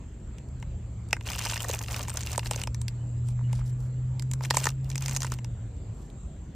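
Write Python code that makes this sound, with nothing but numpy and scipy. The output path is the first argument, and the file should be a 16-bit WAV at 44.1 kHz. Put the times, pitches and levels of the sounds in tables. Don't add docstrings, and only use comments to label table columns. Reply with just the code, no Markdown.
import sys
import numpy as np
from scipy import signal
from scipy.fft import rfft, irfft, next_fast_len
from scipy.io import wavfile
from scipy.ndimage import uniform_filter1d

SR = 44100
rng = np.random.default_rng(int(sys.argv[2]) if len(sys.argv) > 2 else 0)


def file_out(sig):
    cols = np.atleast_2d(sig).T
    lim = np.clip(cols, -1, 1)
    pcm = np.round(lim * 32767).astype(np.int16)
    wavfile.write(sys.argv[1], SR, pcm)


N = 288855


def amp(db):
    return 10 ** (np.asarray(db) / 20)


def unit_rms(x):
    return x / np.sqrt(np.mean(x ** 2) + 1e-20)


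def at_frequency(points, hz):
    f, value = np.transpose(points)
    return np.interp(np.log(hz + 1), np.log(f + 1), value)


def level_curve(times, db):
    return np.interp(np.arange(N) / SR, times, db, -120, -120)


def add(mix, start, sound):
    part = mix[:, round(start * SR):][:, :sound.shape[-1]]
    part += sound[..., :part.shape[1]]


def drift(rate_hz):
    lowpass = [1], [1, -np.exp(-2 * np.pi * rate_hz / SR)]
    return unit_rms(signal.lfilter(*lowpass, signal.lfilter(*lowpass, rng.standard_normal(N))))


def resonate(x, hz, width_hz):
    carrier = np.exp(2j * np.pi * hz * np.arange(x.shape[-1]) / SR)
    pole = np.exp(-np.pi * width_hz / SR)
    return 2 * (carrier * signal.lfilter([1 - pole], [1, -pole], x / carrier)).real


def traffic():
    # f/Hz, relative density/dB
    spectrum = [(35, -41), (60, 2.5), (135, -5), (400, -22.5), (700, -29.5), (1300, -37), (4300, -47),
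                (5500, -53), (6600, -45), (8300, -58), (9200, -63), (16000, -55.5)]
    # f/Hz, coherence
    coherence = [(180, 1), (550, 0.7), (1650, 0.64), (4970, 0.33), (15000, 0.25)]
    frames, hz = N // 512 + 5, np.fft.rfftfreq(2048, 1 / SR)[:, None]
    a, b, c, d, patches = rng.standard_normal((frames, 1025, 5)).T
    patches = unit_rms(uniform_filter1d(uniform_filter1d(patches, 20, 0), 8, 1))
    flicker_db = 2.5 * patches * np.clip(hz / 800, 0, 1)
    shared = at_frequency(coherence, hz)
    left = a + 1j * b
    right = shared * left + np.sqrt(1 - shared ** 2) * (c + 1j * d)
    spectra = np.array([left, right]) * amp(at_frequency(spectrum, hz) + flicker_db)
    _, noise = signal.istft(spectra, nperseg=2048, noverlap=1536)
    return amp(-42) * unit_rms(noise[:, 1024:N + 1024])


def hum():
    hz = 43.5
    envelope = np.sqrt(2) * amp(-44 + 3.7 * drift(13))
    return envelope * np.sin(2 * np.pi * hz * np.arange(N) / SR + 1.8 * drift(12))


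def insects():
    # t/s, level/dB
    chorus = [(0, -71), (2.9, -67), (3.151, -66), (3.599, -69), (6.12, -69), (6.2, -65), (6.55, -74.5)]
    noise = rng.standard_normal((2, 2, N))
    narrow = unit_rms(resonate(resonate(noise[0], 7450, 200), 7450, 200)) * amp(3 * drift(30))
    wide = unit_rms(resonate(resonate(noise[1], 7480, 800), 7480, 800))
    return amp(level_curve(*np.transpose(chorus))) * (narrow + 1.1 * wide)


def ring(modes, scale, force, weight_db=0):
    lag_cycles = 1.295
    pitch, db, t60 = np.transpose(modes)[:, :, None]
    hz = pitch * scale
    t = np.maximum(np.arange(len(force)) / SR - lag_cycles / hz, 0)
    response = (amp(db + weight_db - 60 * t / t60) * np.sin(2 * np.pi * hz * t)).sum(0)
    motion = signal.fftconvolve(force, response)[:len(force)]
    return motion / abs(motion).max()


def husk_crack(force, crack_hz):
    # f/Hz, relative level/dB, T60/s
    husk_modes = [(529, -5.5, 0.018), (1474, -5, 0.01), (1985, -6, 0.019), (2706, 2, 0.0077),
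                  (3293, -3.5, 0.007)]
    octaves = np.log2(np.array(husk_modes)[:, :1] / crack_hz)
    tuning = 2. ** -octaves[abs(octaves).argmin(), 0]
    return ring(husk_modes, tuning, force, weight_db=-36.5 * octaves ** 2)


def shell_knock(force, place):
    # f/knock pitch, relative level/dB, T60/s
    shell_modes = [(.55, -6.5, 0.016), (.84, -1.5, 0.016), (1.05, 9.5, 0.014), (1.5, -8.5, 0.012)]
    knock_hz = 868 * np.exp(0.013 * place)
    return ring(shell_modes, knock_hz, force)


def snap(tick_db, knock_db, crack_db, tick_hz, crack_hz, place, noise):
    core_db, core_sample = 18, 60
    t = np.arange(noise.shape[1]) / SR
    ragged = amp(1.28 * unit_rms(uniform_filter1d(noise[0], 30)))
    envelope = (1 - np.exp(-t / 0.0034)) ** 2 * amp(-60 * t / 0.0093) * ragged
    burst, side = noise * envelope / envelope.max()
    burst[core_sample] += amp(core_db)
    ports = np.array([burst + 0.22 * side, burst - 0.79 * side])
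    bright = signal.lfilter(*signal.butter(1, [3800, 13000], "band", fs=SR), ports)
    tick = resonate(ports, tick_hz, 1100) + 0.31 * bright
    force = burst.copy()
    force[core_sample] += amp(core_db + 8)
    crack = amp(crack_db) * husk_crack(force, crack_hz)
    knock = amp(knock_db) * shell_knock(force, place)
    return amp(tick_db) * (tick / abs(tick).max() + crack + knock)


def snaps():
    # t/s, tick level/dB, knock/dB re tick, crack/dB re tick, tick f/Hz, crack f/Hz
    bundles = [(0.383, -40, -15, -3, 6300, 3230), (0.6256, -38, 1.5, 0.5, 6700, 2120),
               (1.108, -34, -18, -8, 6400, 2670), (1.129, -11, -5.5, 2, 5700, 2610),
               (1.1658, -37, -2, 5.5, 7500, 1570), (1.209, -34.5, -8, -0.5, 4270, 2700),
               (1.287, -30.5, -16, 5.5, 6870, 2300), (1.332, -24.5, -17, -5, 6400, 2800),
               (1.4606, -22.5, -2, -8, 7800, 2100), (1.5018, -27.5, -13, -0.5, 4170, 2650),
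               (1.5211, -19, -9, -19, 6340, 2140), (1.5587, -25, -7, -2, 3830, 2700),
               (1.566, -31, -10, 3, 6600, 1900), (1.694, -25.5, -4, 0.5, 6640, 510),
               (1.943, -24.5, -10, 2, 4740, 2660), (2.082, -25, -6.5, -8, 7260, 1710),
               (2.3781, -11.5, -7.5, -9.5, 8300, 545), (2.393, -17.5, -15, -7.5, 4540, 2700),
               (2.4675, -25, -24, -7.5, 6310, 2630), (2.5103, -11.5, -9, -12.5, 8000, 2980),
               (2.5597, -18.5, -16, -14, 6376, 530), (2.6152, -20.5, -21, -8, 5760, 2550),
               (2.636, -17.5, -23, -8, 8400, 2960), (2.6724, -22.5, -2.5, -7, 5660, 2986),
               (2.8815, -18, -35, -12, 4830, 3220), (3.2863, -30, -15, -17, 8550, 3020),
               (3.39, -60.5, 20.5, 10, 7430, 1510), (3.41, -61.5, 21, -5, 6650, 1500),
               (3.529, -27.5, -5.5, -13, 8300, 2100), (3.589, -51, 12, 4, 4000, 2370),
               (3.613, -52, 7, 8, 6000, 1270), (4.4068, -47.5, 19.5, 4, 7500, 1520),
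               (4.4362, -25, -11, -12, 5340, 2120), (4.449, -24, -22, -4.5, 7100, 2322),
               (4.507, -6.5, -7.5, -10, 4430, 1910), (4.5412, -25, 2, -9, 7400, 2230),
               (4.569, -7, -7, -14.5, 7800, 1660), (4.655, -14, -8, -12, 6400, 1840),
               (4.6678, -13, -4.5, -3, 6700, 1790), (4.9146, -29, -21, -9, 5600, 2300),
               (4.956, -18.5, -42, -8, 7400, 3040), (5.0816, -17, -17.5, -10.5, 6670, 2420),
               (5.245, -27, 0.5, -2, 7010, 1510), (5.319, -18.5, -11, -12, 6750, 1390),
               (5.3869, -37, -3, -1, 6020, 2110), (5.445, -28, -14, -8.5, 5580, 3330)]
    # t/s, tick level/dB, tick f/Hz
    strands = [(0.4863, -47, 7040), (0.6, -44, 7400), (1.0876, -38.5, 7620), (1.3823, -20, 3900),
               (1.3895, -18.5, 6300), (1.4506, -16.5, 4910), (1.541, -20, 8050), (1.712, -19.5, 6820),
               (1.7896, -23.5, 6530), (2.0953, -20.5, 6650), (2.101, -22, 8250), (2.1713, -17, 6260),
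               (2.2073, -22, 6890), (2.233, -23.5, 6320), (2.3298, -21.5, 6600), (2.4585, -24, 4320),
               (2.7455, -21.5, 6130), (2.815, -23.5, 8160), (4.1954, -23.5, 4440), (4.2223, -26.5, 7300),
               (4.3135, -21, 7500), (4.335, -20, 7600), (4.5028, -16.5, 4380), (4.5456, -16.5, 8400),
               (4.5815, -17, 7380), (4.6402, -20, 7230), (4.6425, -18, 7650), (4.7028, -26, 7230),
               (4.9013, -24, 6900), (4.979, -18.5, 6270), (5.0225, -24, 6840), (5.0597, -16.5, 5950),
               (5.0942, -19.5, 6740), (5.1106, -21, 6850), (5.149, -22, 6470), (5.155, -24, 6540),
               (5.1633, -11.5, 6620), (5.1685, -13, 6300), (5.2047, -22, 6600), (5.2192, -16, 6000),
               (5.2308, -15, 7130), (5.2667, -25.5, 7540), (6.1005, -41.5, 3640)]
    knock_db, crack_db, crack_hz = -21.5, -18.5, 1500
    draws = rng.standard_normal((len(bundles) + len(strands), 2616))
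    breaks = list(bundles)
    for (start, db, tick_hz), detune in zip(strands, draws[len(bundles):, 2]):
        breaks.append((start, db, knock_db, crack_db, tick_hz, crack_hz * np.exp(0.33 * detune)))
    out = np.zeros((2, N))
    for (start, *settings), draw in zip(breaks, draws):
        balance = amp(0.8 * draw[3] * np.array([[1], [-1]]))
        sound = snap(*settings, place=draw[1], noise=draw[16:].reshape(2, -1))
        add(out, start - .0007, balance * sound)
    return out


def scatter(direct):
    t, t60 = np.arange(2200) / SR, 0.086
    mid, side = rng.standard_normal((2, len(t))) * amp(-60 * t / t60) * (t > .001)
    side = signal.lfilter(*signal.butter(2, 3500, "high", fs=SR), side)
    response = np.array([mid + side, mid - side]) / np.linalg.norm(mid)
    return signal.oaconvolve(direct, response, axes=1)[:, :N]


def vehicle():
    # t/s, firing f/Hz, firing level/dB, undertone level/dB
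    engine = [(0.403, 130, -49, -50.5), (0.551, 127.5, -41, -48), (0.802, 113.2, -41, -43),
              (1.028, 112.2, -42.5, -44.5), (1.5, 112.1, -39, -42), (2.598, 117.9, -37, -42.5),
              (3.196, 120.2, -31.5, -42), (3.499, 122.6, -26.5, -47), (3.8, 124.5, -31.5, -51),
              (4.002, 125.5, -31, -43), (5.001, 133.5, -32, -51), (5.184, 131.2, -34.5, -51),
              (5.54, 116.2, -33.5, -41), (5.583, 113.5, -57, -46), (5.62, 112, -36, -42),
              (5.7, 110.7, -39, -46.5), (5.79, 112.5, -55, -39.5), (5.86, 109.5, -40.5, -44),
              (5.93, 106.4, -32.5, -40.5), (5.96, 109.5, -64, -70)]
    times, hz, firing_db, under_db = np.transpose(engine)
    phase = 2 * np.pi * np.cumsum(np.interp(np.arange(N) / SR, times, hz)) / SR
    firing = np.sin(phase) + amp(-26.5) * np.sin(1.63 * phase)
    firing *= amp(level_curve(times, firing_db) + 0.96 * drift(7.2))
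    undertone = amp(level_curve(times, under_db) + 1.4 * drift(3.1))
    undertone *= np.sin(.63 * phase + 1.42 * drift(8.3))
    return np.sqrt(2) * (firing + undertone)


def crackle():
    # f/Hz, relative density/dB
    colour = [(480, -5.5), (900, -5.5), (1900, -10), (2800, -4.5), (3300, -11), (6700, -8.5), (8300, -10),
              (10000, -13.5), (15000, -6)]
    thin_per_s, thick_per_s, split_hz = 6000, 260, 3800
    clumps = amp(4.6 * drift(90))
    thin = rng.random(N) < thin_per_s * clumps / SR
    thick = amp(-1 + 9.9 * np.minimum(rng.exponential(1, N), 2))
    thick *= rng.random(N) < thick_per_s / SR
    fraying = np.exp(-np.arange(120) / 14) * rng.random(120)
    impulses = thin + np.convolve(thick, fraying)[:N]
    pitch_index = rng.integers(0, 32, N // 60 + 1).repeat(60)[:N]
    t, bands = np.arange(700) / SR, np.zeros((2, 2, N))
    for k, hz in enumerate(np.geomspace(350, 15000, num=32)):
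        grain = amp(at_frequency(colour, hz)) * hz * np.sin(2 * np.pi * hz * t) * np.exp(-t * hz / 5.4)
        excited = abs(pitch_index - k) <= 6
        rings = signal.oaconvolve(excited * impulses * rng.choice([-1, 1], N), grain)[:N]
        pan = rng.uniform(-0.53, 0.62, N // 200 + 1).repeat(200)[:N]
        pan *= np.clip(hz / 7000, 0, 2)
        bands[int(hz > split_hz)] += rings * [1 + pan, 1 - pan]
    power = uniform_filter1d((bands ** 2).mean(1, keepdims=True), 2600)
    return bands / np.sqrt(power + 1e-12)


def tearing():
    # t/s, duration/s, level/dB
    spurts = [(1.255, 0.11, -44), (1.376, 0.12, -43), (1.489, 0.086, -43.5), (1.598, 0.047, -41.5),
              (1.68, 0.015, -38), (1.729, 0.027, -39), (1.803, 0.041, -47), (1.867, 0.18, -45),
              (2.076, 0.032, -49.5), (2.128, 0.093, -48.5), (2.243, 0.12, -47), (2.431, 0.038, -48),
              (2.51, 0.033, -45.5), (2.573, 0.046, -47.5), (4.422, 0.038, -48.5), (4.537, 0.066, -43),
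              (4.614, 0.075, -43), (4.832, 0.16, -63), (5.005, 0.061, -50), (5.071, 0.046, -55),
              (5.119, 0.017, -45), (5.198, 0.083, -51.5), (5.308, 0.032, -50)]
    # t/s, gain/dB
    husk_gain = [(1.202, -2), (2.7, -2), (5.1, -2), (5.3, -4.5)]
    stray_db, rasp_db = -4.5, -9.5
    pull = np.zeros((1, N))
    for start, length, db in spurts:
        add(pull, start - .004, amp(db) * signal.windows.tukey(round((length + 0.016) * SR), .3))
    surround = uniform_filter1d(uniform_filter1d(pull, 3000), 3000)
    pull += amp(stray_db) * surround
    low, high = crackle()
    hiss = signal.lfilter(*signal.butter(2, 7500, "high", fs=SR), rng.standard_normal((2, N)))
    rasp = amp(rasp_db) * unit_rms(hiss)
    body = amp(np.interp(np.arange(N) / SR, *np.transpose(husk_gain)))
    return pull * (body * low + high + rasp) + surround * rasp


def birds():
    # t/s, duration/s, start f/Hz, end f/Hz, level/dB
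    chirps = [(2.981, 0.058, 2900, 3070, -67), (3.43, 0.054, 2880, 2920, -65),
              (3.918, 0.089, 2730, 2990, -74)]
    out, blur = np.zeros((2, N)), amp(5 * drift(200))
    for start, length, start_hz, end_hz, db in chirps:
        hz = np.linspace(start_hz, end_hz, round(length * SR))
        whistle = np.sin(2 * np.pi * np.cumsum(hz) / SR)
        add(out, start, amp(db) * whistle * signal.windows.tukey(len(hz), .5))
    return out * blur


def brushing():
    # t/s, duration/s, level/dB, lower band edge f/Hz
    strokes = [(3.241, 0.1, -60.5, 2980), (3.442, 0.25, -61.5, 566), (3.506, 0.12, -56.5, 2660),
               (3.638, 0.084, -56, 3980), (3.76, 0.14, -64, 4500), (5.76, 0.029, -69.5, 1980),
               (5.917, 0.2, -67.5, 4000)]
    out = np.zeros((2, N))
    for start, length, db, low_hz in strokes:
        mid, side, grain = rng.standard_normal((3, SR // 2))[:, :round(length * SR)]
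        roughness = amp(3.3 * unit_rms(uniform_filter1d(grain, 200)))
        rub = np.array([mid + 0.59 * side, mid - 0.39 * side]) * roughness
        rub = signal.lfilter(*signal.butter(2, [low_hz, min(4.2 * low_hz, 15000)], "band", fs=SR), rub)
        add(out, start, amp(db) * unit_rms(rub) * signal.windows.tukey(len(mid), .7))
    return out


def scene():
    nut = signal.lfilter(*signal.butter(3, 310, "high", fs=SR), snaps() + tearing())
    near = nut + amp(-18.5) * scatter(nut) + brushing()
    return near + vehicle() + hum() + traffic() + insects() + birds()


def record(dry):
    # f/Hz, gain/dB
    response = [(30, -21), (38, 0.5), (8500, 2), (9800, -4), (15000, -5), (15900, -23)]
    # f/Hz, phase/rad
    port_lead = [(4700, 0.052), (6500, -0.68), (14500, -1.6)]
    size = next_fast_len(N + 8192)
    hz = np.fft.rfftfreq(size, 1 / SR)
    gain = amp(at_frequency(response, hz))
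    phase_shift = np.exp(.5j * at_frequency(port_lead, hz) * np.array([[1], [-1]]))
    coloured = irfft(rfft(dry, size) * gain * phase_shift, size)[:, :N]
    lowpass = signal.firwin(511, cutoff=16400, window=("kaiser", 9), fs=SR)
    return signal.oaconvolve(coloured, lowpass[None], "same")


dry = scene()
out = record(dry)
file_out(out)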